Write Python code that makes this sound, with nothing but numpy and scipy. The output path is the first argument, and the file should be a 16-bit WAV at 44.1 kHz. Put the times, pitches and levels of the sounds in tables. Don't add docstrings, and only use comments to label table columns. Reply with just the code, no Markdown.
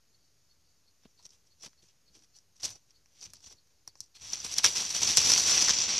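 import sys
import numpy as np
from scipy import signal
from scipy.fft import rfft, irfft, next_fast_len
from scipy.io import wavfile
from scipy.ndimage import uniform_filter1d, minimum_filter1d

SR = 44100
rng = np.random.default_rng(int(sys.argv[2]) if len(sys.argv) > 2 else 0)


def rack_gain(trim_db):
    fader = np.asarray(trim_db, float)
    return 10 ** (fader / 20)


def put_to_file(sound):
    columns = np.atleast_2d(sound).T
    safe = np.clip(columns, -1, 1)
    whole_steps = np.round(safe * 32767)
    wavfile.write(sys.argv[1], SR, whole_steps.astype(np.int16))


N = 264159


# peak in seconds, force in dB, swell in seconds, settling in seconds, twig share in dB.
STEPS = [(1.06, -64, 0.049, 0.015, 4), (1.112, -71, .07, .04, -12), (1.19, -68, .025, 0.25, -6),
         (1.235, -62, 0.062, 0.067, -14), (1.257, -48.5, 0.012, 0.024, -8), (1.308, -57, 0.016, 0.016, -15),
         (1.335, -58.5, 0.047, 0.061, -8.5), (1.472, -66, .03, .05, -10),
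         (1.635, -44.5, 0.05, 0.074, -10.5), (1.664, -45, 0.056, 0.026, -3.5), (1.734, -76, 0.046, .05, -6),
         (1.826, -60, 0.011, 0.15, -8.5), (1.905, -69, 0.061, 0.029, 0), (2.156, -55, 0.039, 0.079, -7.5),
         (2.24, -62, 0.11, 0.044, -9), (2.362, -56.5, 0.036, 0.084, -13), (2.562, -59.5, .013, 0.06, -12),
         (2.6, -53, 0.0085, 0.097, -2.5), (2.634, -34, 0.014, 0.13, -8.5),
         (2.657, -27, 0.042, 0.017, -15.5), (2.675, -50.5, 0.024, 0.086, -2),
         (2.706, -42.5, 0.02, 0.054, -13), (2.76, -57, .2, 0.043, -11), (2.91, -64, 0.061, .02, -5)]
# peak in seconds, force in dB, swell in seconds, settling in seconds, twig share in dB.
GRABS = [(3.2, -58.5, 0.17, .03, -6), (3.212, -57, 0.014, .05, -13), (3.228, -43.5, .04, .035, -11.5),
         (3.241, -45, .02, .025, -13), (3.258, -47, 0.029, 0.037, -7), (3.3, -59.5, 0.11, 0.059, -6),
         (3.345, -56.5, 0.042, 0.19, -10.5), (3.442, -49.5, 0.037, .025, -9),
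         (3.476, -49, 0.067, 0.045, -9), (3.505, -53, 0.022, 0.084, -12),
         (3.526, -53.5, 0.066, 0.027, -6.5), (3.678, -76, .08, .04, -11), (3.715, -68, .03, 0.026, -5),
         (3.976, -64, 0.033, 0.12, -25), (4.012, -60, .012, .015, -7), (4.032, -54, 0.025, 0.067, -19),
         (4.153, -51, .012, 0.11, -5), (4.18, -69, 0.05, .03, -11)]
# peak in seconds, force in dB, swell in seconds, settling in seconds, twig share in dB.
TUGS = [(4.335, -36.5, 0.042, 0.062, -4), (4.446, -30.5, 0.0066, 0.066, -7), (4.53, -36, 0.088, 0.051, -5),
        (4.587, -28, 0.034, 0.035, -4), (4.636, -36, .01, .05, -6), (4.645, -17, 0.0097, 0.069, -2.5),
        (4.667, -24.5, 0.044, 0.0064, -14), (4.685, -28.5, .03, 0.13, -9), (4.772, -28, 0.08, 0.28, -7),
        (4.906, -30, 0.074, 0.074, -10.5), (4.95, -27, 0.04, 0.17, -6.5), (5.02, -25.5, 0.02, 0.14, -7),
        (5.099, -26, 0.21, 0.21, -7), (5.174, -12.5, 0.011, 0.034, -8), (5.205, -26.5, .05, 0.29, -5.5),
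        (5.25, -24.5, 0.024, 0.59, -10.5), (5.308, -24, 0.23, 0.46, -7), (5.39, -26.5, 0.42, 0.24, -17),
        (5.478, -24, 0.077, 0.92, -7), (5.55, -30.5, 0.1, 0.43, -6.5), (5.62, -23.5, 0.18, 0.16, -9),
        (5.708, -20, 0.064, 0.033, -7), (5.822, -29, 0.19, 0.11, -9), (5.904, -28, 0.23, 0.62, -6.5)]


def rustle(parts):
    strokes = [(pull(), -7, -15.5)]  # force, twig share and crispness, all in dB
    for rows, crisp_db in ((STEPS, -10), (GRABS, -12), (TUGS, -12)):
        strokes += [(stroke(*row), twig_db, crisp_db) for *row, twig_db in rows]
    t = clock()
    power = np.zeros((4, len(t)))
    for force_db, twig_db, crisp_db in strokes:
        ground_db = 0.47 * twig_db - 15.
        shares = rack_gain([ground_db, twig_db, 0, crisp_db]) ** 2
        power += np.outer(shares, rack_gain(2 * force_db))
    away_s, away_db_per_s = 5.49, -19
    power[3] *= rack_gain(2 * away_db_per_s * np.maximum(t - away_s, 0))
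    fresh_s, fresh_db = 4.35, 4
    power[3] *= rack_gain(2 * fresh_db * np.exp(-((t - fresh_s) / 0.38) ** 2))

    near = crackle(2200., spread_db=4.4, clump_db=2., hiss=.45)
    other = crackle(1800., spread_db=4.6, clump_db=2., hiss=.5)
    thin_db, thick_db = -56, -40
    leaf_db = 10 * np.log10(power[2])
    crowd = smooth(np.clip((leaf_db - thin_db) / (thick_db - thin_db), 0, 1))
    near, other = [(x + crowd * x[::-1]) / np.sqrt(1 + crowd ** 2) for x in (near, other)]

    out = np.zeros(N)
    for gain, share, part in zip(np.sqrt(power), (0.6, 0.55, 1.0, 0.41), parts):
        drive = near * share + other * (1 - share)
        out += smooth(gain) * evened(signal.oaconvolve(drive, part)[:N])
    return rack_gain(-0.48) * out


def crackle(per_s, spread_db, clump_db, hiss, count=12):
    size = rack_gain(spread_db * np.minimum(rng.exponential(1, N), 2.6))
    size = size * (rng.random(N) < per_s / SR)
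    kind = rng.integers(0, count, N)
    t = np.arange(400) / SR
    t60 = rng.uniform(.003, .011, (count, 1))
    rattles = rng.standard_normal((count, 400)) * rack_gain(-60 * t / t60)
    pitch_hz = np.geomspace(1200, 12000, count)
    breaks = np.zeros(N)
    for k, (rattle, hz) in enumerate(zip(rattles, pitch_hz)):
        rattle = .25 * rattle + 2 * resonate(rattle, hz, .5 * hz)
        breaks += signal.oaconvolve(size * (kind == k), evened(rattle))[:N]
    bed = evened(breaks) + hiss * rng.standard_normal(N)
    return evened(bed * rack_gain(clump_db * wander(68.0) + 0.5 * wander(90.0)))


# time in seconds, force in dB.
PULL = [
    (4.205, -58),
    (4.22, -45.5),
    (4.33, -45.5),
    (4.43, -43),
    (4.56, -41),
    (4.615, -42),
    (5.0, -41),
    (5.35, -30),
    (5.99, -37),
]


def pull():
    s, db = np.transpose(PULL)
    return np.interp(clock(), s, db, left=-130)


def stroke(s, peak_db, swell, settle):
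    late = clock() - s
    return peak_db - 30. * np.maximum(-late / max(swell, .005), late / max(settle, .005))


# start in seconds, peak in dB, twig share in dB, crispness in dB.
TRODDEN = [(1.0356, -59, 1, -22), (1.1107, -60, -19, -22), (1.2526, -36.5, -28, -23),
           (1.2915, -51, -24, -24), (1.3054, -45.5, -23, -21), (1.4731, -58, -14, -22),
           (1.5844, -64, -20, -19), (1.6074, -51, -19, -17), (1.6613, -38.5, -8, -15),
           (1.7315, -61, 2.5, -15), (1.8865, -53, -20, -24), (1.9104, -67, -9, -17),
           (2.1515, -50, -16, -22), (2.222, -53.5, -9, -21), (2.237, -53, -14, -24),
           (2.3867, -46, -19, -22), (2.604, -46, -8, -20), (2.655, -29, -13, -6), (2.7045, -34.5, -14, -4),
           (2.907, -49.5, -12, -29), (3.059, -51, -7, -33.5), (3.1684, -64, -10, -22),
           (3.2119, -35, -37, -30), (3.2535, -44, -26, -25), (3.303, -44, -22, -8), (3.3351, -33, -10, 1),
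           (3.405, -49, -13, -16), (3.4427, -48, -22, -20), (3.462, -38, -28, -27), (3.6722, -60, -5, -4)]
# start in seconds, peak in dB, thud in dB, twig share in dB, crispness in dB.
CRACKS = [(3.8764, -29, -18.5, -14, -6.5), (3.9547, -46.5, -8, -3.5, -29), (4.0048, -23, -36, -28.5, -8),
          (4.1534, -59, -28, -12, -21), (4.3013, -30.5, -22, -23, -14), (4.333, -17, -23, -25, -34),
          (4.4017, -30, -20, -18, -27), (4.4508, -32.5, -8, -26, -18), (4.5392, -21.5, -37, -29, -12),
          (4.583, -8.5, -51, -26, -8), (4.6432, -10, -50, -6, -4.5), (4.662, -8.5, -20.5, -22, -26),
          (5.031, -12.5, -48, -27, -12), (5.107, -16.5, -34, -17, -26), (5.1713, -5.5, -41, -11, 1),
          (5.182, -7.5, -20.5, -34, -27), (5.3022, -14, -41, -8, -12), (5.336, -16, -37, -9, -29),
          (5.68, -24, -44, 0, -23), (5.6935, -7.5, -49, -11, -30), (4.6462, -11.5, -44, -5, -12),
          (4.6512, -7.5, -38, -23, -16), (4.6555, -14, -35, -14, -16), (5.3044, -14.5, -40, -27, -10)]


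def twig_snaps(parts):
    thud_db = -26
    trodden = [(s, db, thud_db, *colour) for s, db, *colour in TRODDEN]
    return snaps(parts, trodden + CRACKS, echo_db=-10.0, crack=5.44)


# start in seconds, peak in dB, twig share in dB, crispness in dB.
HEAP_BREAKS = [(4.3561, -28, -22, -25), (4.3714, -31, -15, -21), (4.3775, -35, -23, -23),
               (4.514, -31, -19, -22), (4.5246, -27, -20, -14), (4.565, -25, -13, -20),
               (4.5898, -30, -19, -16), (4.6348, -26, -13, -17), (4.7326, -34, -11, -22),
               (4.768, -26, -8, -19), (4.7804, -23, -24, -20), (4.8218, -21, -19, -22),
               (4.8509, -23.5, -18, -21), (4.8813, -35, -7, -23), (4.9495, -21, -14, -17),
               (5.0475, -23, -24, -18), (5.0703, -23, -13, -23), (5.0756, -17.5, -16, -22),
               (5.1165, -21, -17, -15), (5.152, -23, -13, -20), (5.1762, -13, -17, -15),
               (5.196, -20, -17, -16), (5.216, -16.5, -8, -7), (5.25, -16, -17, -18),
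               (5.2563, -17, -16, -20), (5.3182, -9.5, -17, -11), (5.349, -20, -14, -26),
               (5.3789, -16, -20, -18), (5.4765, -20, -19, -22), (5.4853, -19.5, -7, -24),
               (5.495, -13, -12, -23), (5.5443, -19, -18, -25), (5.5777, -15.5, -7.5, -19),
               (5.5997, -18.5, -13, -21), (5.6205, -14, -11, -22), (5.6466, -18, -12, -23),
               (5.6838, -15, -6, -28), (5.712, -18, -17, -19), (5.7238, -23, -19, -21),
               (5.7516, -33, -15, -22), (5.787, -20.5, -20, -30), (5.8032, -19, -21, -28),
               (5.821, -21, -21, -26), (5.8338, -25, -19, -32), (5.8552, -23.5, -17, -31),
               (5.891, -19, -6, -31), (5.9305, -26, -14, -25), (5.98, -15.5, -17, -28)]
# start in seconds, peak in dB, twig share in dB, crispness in dB.
TURF_BREAKS = [(1.2456, -50, -15, -16), (1.2638, -41.5, -15, -5), (1.356, -59, -17, -20),
               (1.6334, -53, -18, -21), (1.6373, -43, -3, -20), (1.6833, -49, -14, -19),
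               (2.1688, -50, -15, -22), (2.1905, -57, -12, -23), (2.2457, -58, -11, -15),
               (2.366, -48, -26, -23), (2.6084, -41, -17, -19), (2.6236, -39, -19, -20),
               (2.633, -37, -19, -21), (2.639, -29, -12, -18), (2.6506, -21, -20, -24),
               (2.6765, -39, -15, -19), (2.6875, -39, -15, -22), (2.725, -52, -18, -14),
               (2.7545, -50, -15, -20), (2.7686, -55, -15, -17), (3.2075, -41, -25, -23),
               (3.228, -41, -25, -22), (3.239, -43, -24, -21), (3.259, -46, -14, -15),
               (3.3374, -49, -13, -9), (3.3568, -56, -21, -21), (3.3685, -49, -11, -19),
               (3.3921, -58, -17, -15), (3.4291, -53, -9, -19), (3.4758, -49, -9, -22),
               (3.48, -49, -17, -23), (3.5264, -43.5, -12, -5)]


def leaf_breaks(parts):
    thud_db = -32.
    leaves = [(s, db, thud_db, *colour) for s, db, *colour in HEAP_BREAKS + TURF_BREAKS]
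    return snaps(parts, leaves, echo_db=-16.5, crack=2.7)


def snaps(parts, rows, echo_db, crack):
    out, t = np.zeros(N), np.arange(3000) / SR
    chance = rng.standard_normal((len(rows), 2, 3000))
    for (s, peak_db, thud_db, twig_db, crisp_db), (a, b) in zip(rows, chance):
        a = np.r_[crack, -1.5, a[2:]]
        splinters = a * rack_gain(-60 * t / .009)
        echo = rack_gain(echo_db) * b * rack_gain(-60 * t / 0.046)
        heard = signal.fftconvolve((splinters + echo)[None], parts, axes=1)
        heard[1] = uniform_filter1d(heard[1], size=13)
        heard = heard / abs(heard).max(axis=1)[:, None]
        levels = rack_gain(peak_db + np.array([thud_db, twig_db, 0, crisp_db]))
        add(out, s, levels @ heard)
    return out


# frequency in Hz, level in dB per Hz.
LEAVES = [(35, -60), (60, -27), (200, -22), (670, -25.5), (1800, -21.5), (4300, -14), (6000, -13.5),
          (7400, -17.5), (10400, -25.5), (11800, -28), (12700, -30.5), (14300, -47), (15200, -59.5)]
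EDGES_HZ = [30, 1000, 4200, 7300, 15800]


def four_parts():
    hz = abs(np.fft.fftfreq(8192, 1 / SR))
    port_hz, port_width_hz, port_db = 5750, 900, 12.5
    ring_db = port_db / (1 + (2 * (hz - port_hz) / port_width_hz) ** 2)
    colour = np.log(rack_gain(read(LEAVES, hz) + ring_db))
    click = np.fft.ifft(np.exp(np.conj(signal.hilbert(colour)))).real[:2048]
    bands = [signal.butter(3, pair, "band", fs=SR, output="sos") for pair in zip(EDGES_HZ, EDGES_HZ[1:])]
    parts = np.array([signal.sosfilt(band, click) for band in bands])
    return parts / np.linalg.norm(parts, axis=1)[:, None]


# start in seconds, peak in dB, pitch in Hz, time to fall 60 dB in seconds.
THUDS = [(1.053, -45.5, 253, 0.024), (1.054, -55.5, 89.5, 0.023), (1.192, -60.5, 800, 0.12),
         (1.255, -64, 89, 0.06), (1.638, -50, 500, 0.032), (1.607, -67, 450, .04),
         (1.661, -48.5, 250, 0.038), (1.675, -52.5, 273, 0.008), (1.828, -61, 130, 0.053),
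         (2.099, -64.5, 80, 0.27), (2.148, -60.5, 300, 0.3), (2.632, -46.5, 580, 0.42),
         (2.63, -52.5, 91, 0.56), (2.755, -55, 500, 0.041), (3.251, -58, 80, 0.22), (3.337, -62, 90, 0.24),
         (3.46, -59.5, 75, 0.33), (3.51, -58, 300, 0.16), (3.877, -62, 100, .08), (4.003, -59, 90, 0.11),
         (4.654, -53, 346, 0.2)]


def thuds():
    out, t = np.zeros(N), np.arange(6000) / SR
    for (s, peak_db, hz, t60), noise in zip(THUDS, rng.standard_normal((len(THUDS), 6000))):
        puff = noise * rack_gain(-60 * t / t60) * np.clip(t / 0.0032, 0, 1)
        push = resonate(resonate(puff, hz, 0.57 * hz), hz, 5.0 * hz)
        add(out, s, rack_gain(peak_db) * push / abs(push).max())
    return out


# peak in seconds, level in dB, swell in seconds, settling in seconds.
CATCHES = [
    (4.2, -81, .2, 0.66),
    (5.03, -58, 0.12, 0.073),
    (5.32, -55.5, 0.31, 0.38),
    (5.816, -73, .3, 0.39),
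]


def rumble():
    level = rack_gain(-43 + 0.51 * pull()) + sum(rack_gain(stroke(*row)) for row in CATCHES)
    band = signal.butter(2, [45, 110], "band", fs=SR, output="sos")
    low = signal.sosfilt(band, rng.standard_normal(N))
    return evened(low * rack_gain(1.3 * wander(5.1))) * smooth(level)


# start in seconds, peak in dB, pitch in Hz.
TICKS = [(.147, -69, 4380), (.514, -65.5, 4390), (0.882, -67, 4380), (1.193, -61.5, 4400),
         (1.522, -66.5, 4400), (1.793, -66, 4400), (2.082, -66, 4400), (2.358, -61.5, 4420),
         (2.962, -64, 4420), (3.263, -63, 4440), (3.586, -65, 4400), (3.889, -61, 4550), (4.161, -58, 4320)]
# time in seconds, level in dB, pitch in Hz.
TRILLS = [
    [(.19, -84, 4570), (.24, -76, 4570), (.29, -79, 4620), (.36, -92, 4750)],
    [(.6, -90, 4600), (.66, -80, 4650), (.72, -80, 4600), (.78, -90, 4700)],
]


def insects():
    out, t = np.zeros(N), np.arange(4400) / SR
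    wing_strokes = [(.004, -2), (.011, -10), (.019, 4.5), (.026, 1.5), (.033, -3)]  # seconds, dB
    chance = rng.standard_normal((len(TICKS), 4400))
    for (s, peak_db, hz), noise in zip(TICKS, chance):
        strokes = sum(rack_gain(db) * np.exp(-((t - at) / 0.0031) ** 2) for at, db in wing_strokes)
        drift = 1.2 * evened(uniform_filter1d(noise, size=300))
        buzz = strokes * np.sin(2 * np.pi * hz * t + drift)
        echo = evened(resonate(noise, hz, 300.)) * rack_gain(-1.5 - 60 * t / 0.19)
        echo = echo * np.clip(t / 0.014, 0, 1) ** 2
        add(out, s - .019, rack_gain(peak_db) * (buzz + echo))
    for rows in TRILLS:
        s, db, hz = np.transpose(rows)
        t = np.arange(s[0], s[-1], 1 / SR)
        whistle = resonate(rng.standard_normal(len(t)), np.interp(t, s, hz), 140.)
        add(out, s[0], evened(whistle) * rack_gain(np.interp(t, s, db)))
    return out


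# frequency in Hz, level in dB per Hz.
AIR = [(24, -20), (40, -8.5), (49, 2.5), (84, -2.5), (213, -13), (301, -15.5), (458, -15.5), (768, -21),
       (3530, -22), (4630, -16), (5920, -15.5), (6700, -13.5), (7390, -26.5), (12100, -27), (14400, -29.5)]


def air():
    frames, hz = N // 256 + 5, np.fft.rfftfreq(1024, 1 / SR)
    a, b, patches = rng.standard_normal((frames, 513, 3)).T
    patches = uniform_filter1d(patches, size=10, axis=0)
    patches = evened(uniform_filter1d(patches, size=16, axis=1))
    z = (a + 1j * b) * rack_gain(read(AIR, hz)[:, None] + 0.55 * patches)
    return rack_gain(-71.5) * evened(signal.istft(z, nperseg=1024, noverlap=768)[1][:N])


def evened(x):
    return x / np.sqrt(np.mean(x ** 2) + 1e-20)


def read(points, hz):
    f, value = np.transpose(points)
    return np.interp(np.log(hz + 1), np.log(f + 1), value)


def add(mix, s, sound):
    part = mix[..., round(s * SR):][..., :sound.shape[-1]]
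    part += sound[..., :part.shape[-1]]


def wander(per_s):
    pole = np.exp(-2 * np.pi * per_s / SR)
    return evened(signal.lfilter([1], [1, -2 * pole, pole ** 2], rng.standard_normal(N)))


def resonate(x, hz, width):
    turn = np.exp(2j * np.pi * np.cumsum(hz * np.ones(len(x))) / SR)
    r = np.exp(-np.pi * width / SR)
    return 2 * (turn * signal.lfilter([1 - r], [1, -r], x / turn)).real


def passband(x, low_hz, high_hz):
    size = next_fast_len(N, True)
    hz = np.fft.rfftfreq(size, 1 / SR)
    gain = np.clip((high_hz - hz) / 250, 0, 1) * np.clip(hz / low_hz, 0, 1) ** 4
    return irfft(rfft(x, size) * gain, size)[:N]


def clock():
    return np.arange(N // 32 + 2) * 32 / SR


def smooth(control):
    return np.interp(np.arange(N) / SR, clock(), control)


def scene():
    parts = four_parts()
    limited = passband(rustle(parts) + leaf_breaks(parts) + air(), 45.0, 14500.)
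    mix = limited + twig_snaps(parts) + thuds() + rumble() + insects()
    return np.tile(mix, (2, 1))


# frequency in Hz, chance from 0 to 1.
LOOSE = [(4100, 0), (4200, .12), (5500, .24), (6800, .35), (7600, .7), (9000, .88), (11500, .85),
         (12500, .5), (14300, .4)]


def treble_side(x):
    hz, t, z = signal.stft(x, SR, nperseg=1024, noverlap=768)
    band = (np.log(hz + 1) * 7.5).astype(int)
    block = np.arange(len(t)) // 6
    draw = rng.random((block[-1] + 1, band.max() + 2))
    mixed = (.6 * draw[:, :1] + .4 * draw[:, 1:] - .5) * 1.3 + .5
    power = abs(uniform_filter1d(abs(z) ** 2, size=12, axis=0))
    total = uniform_filter1d(power[100:].sum(0), size=2)
    steady = total < 8 * minimum_filter1d(total, size=7)
    loose = mixed[block][:, band].T < read(LOOSE, hz)[:, None]
    loose = loose & (hz[:, None] > 4150) & steady
    a, b = rng.standard_normal((len(t), len(hz), 2)).T
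    noise = loose * np.sqrt(power) * (a + 1j * b)
    side = signal.istft(noise, SR, nperseg=1024, noverlap=768)[1][:N]
    high = signal.butter(10, 4050, "high", fs=SR, output="sos")
    return signal.sosfiltfilt(high, side) * rack_gain(-2.4)


def roll_off(x):
    return signal.sosfilt(signal.butter(12, 14520, fs=SR, output="sos"), x)


def record(dry):
    offset = -.00035
    mix = dry + offset + treble_side(dry[0]) * np.array([[1], [-1]])
    return roll_off(mix)


dry = scene()
out = record(dry)
put_to_file(out)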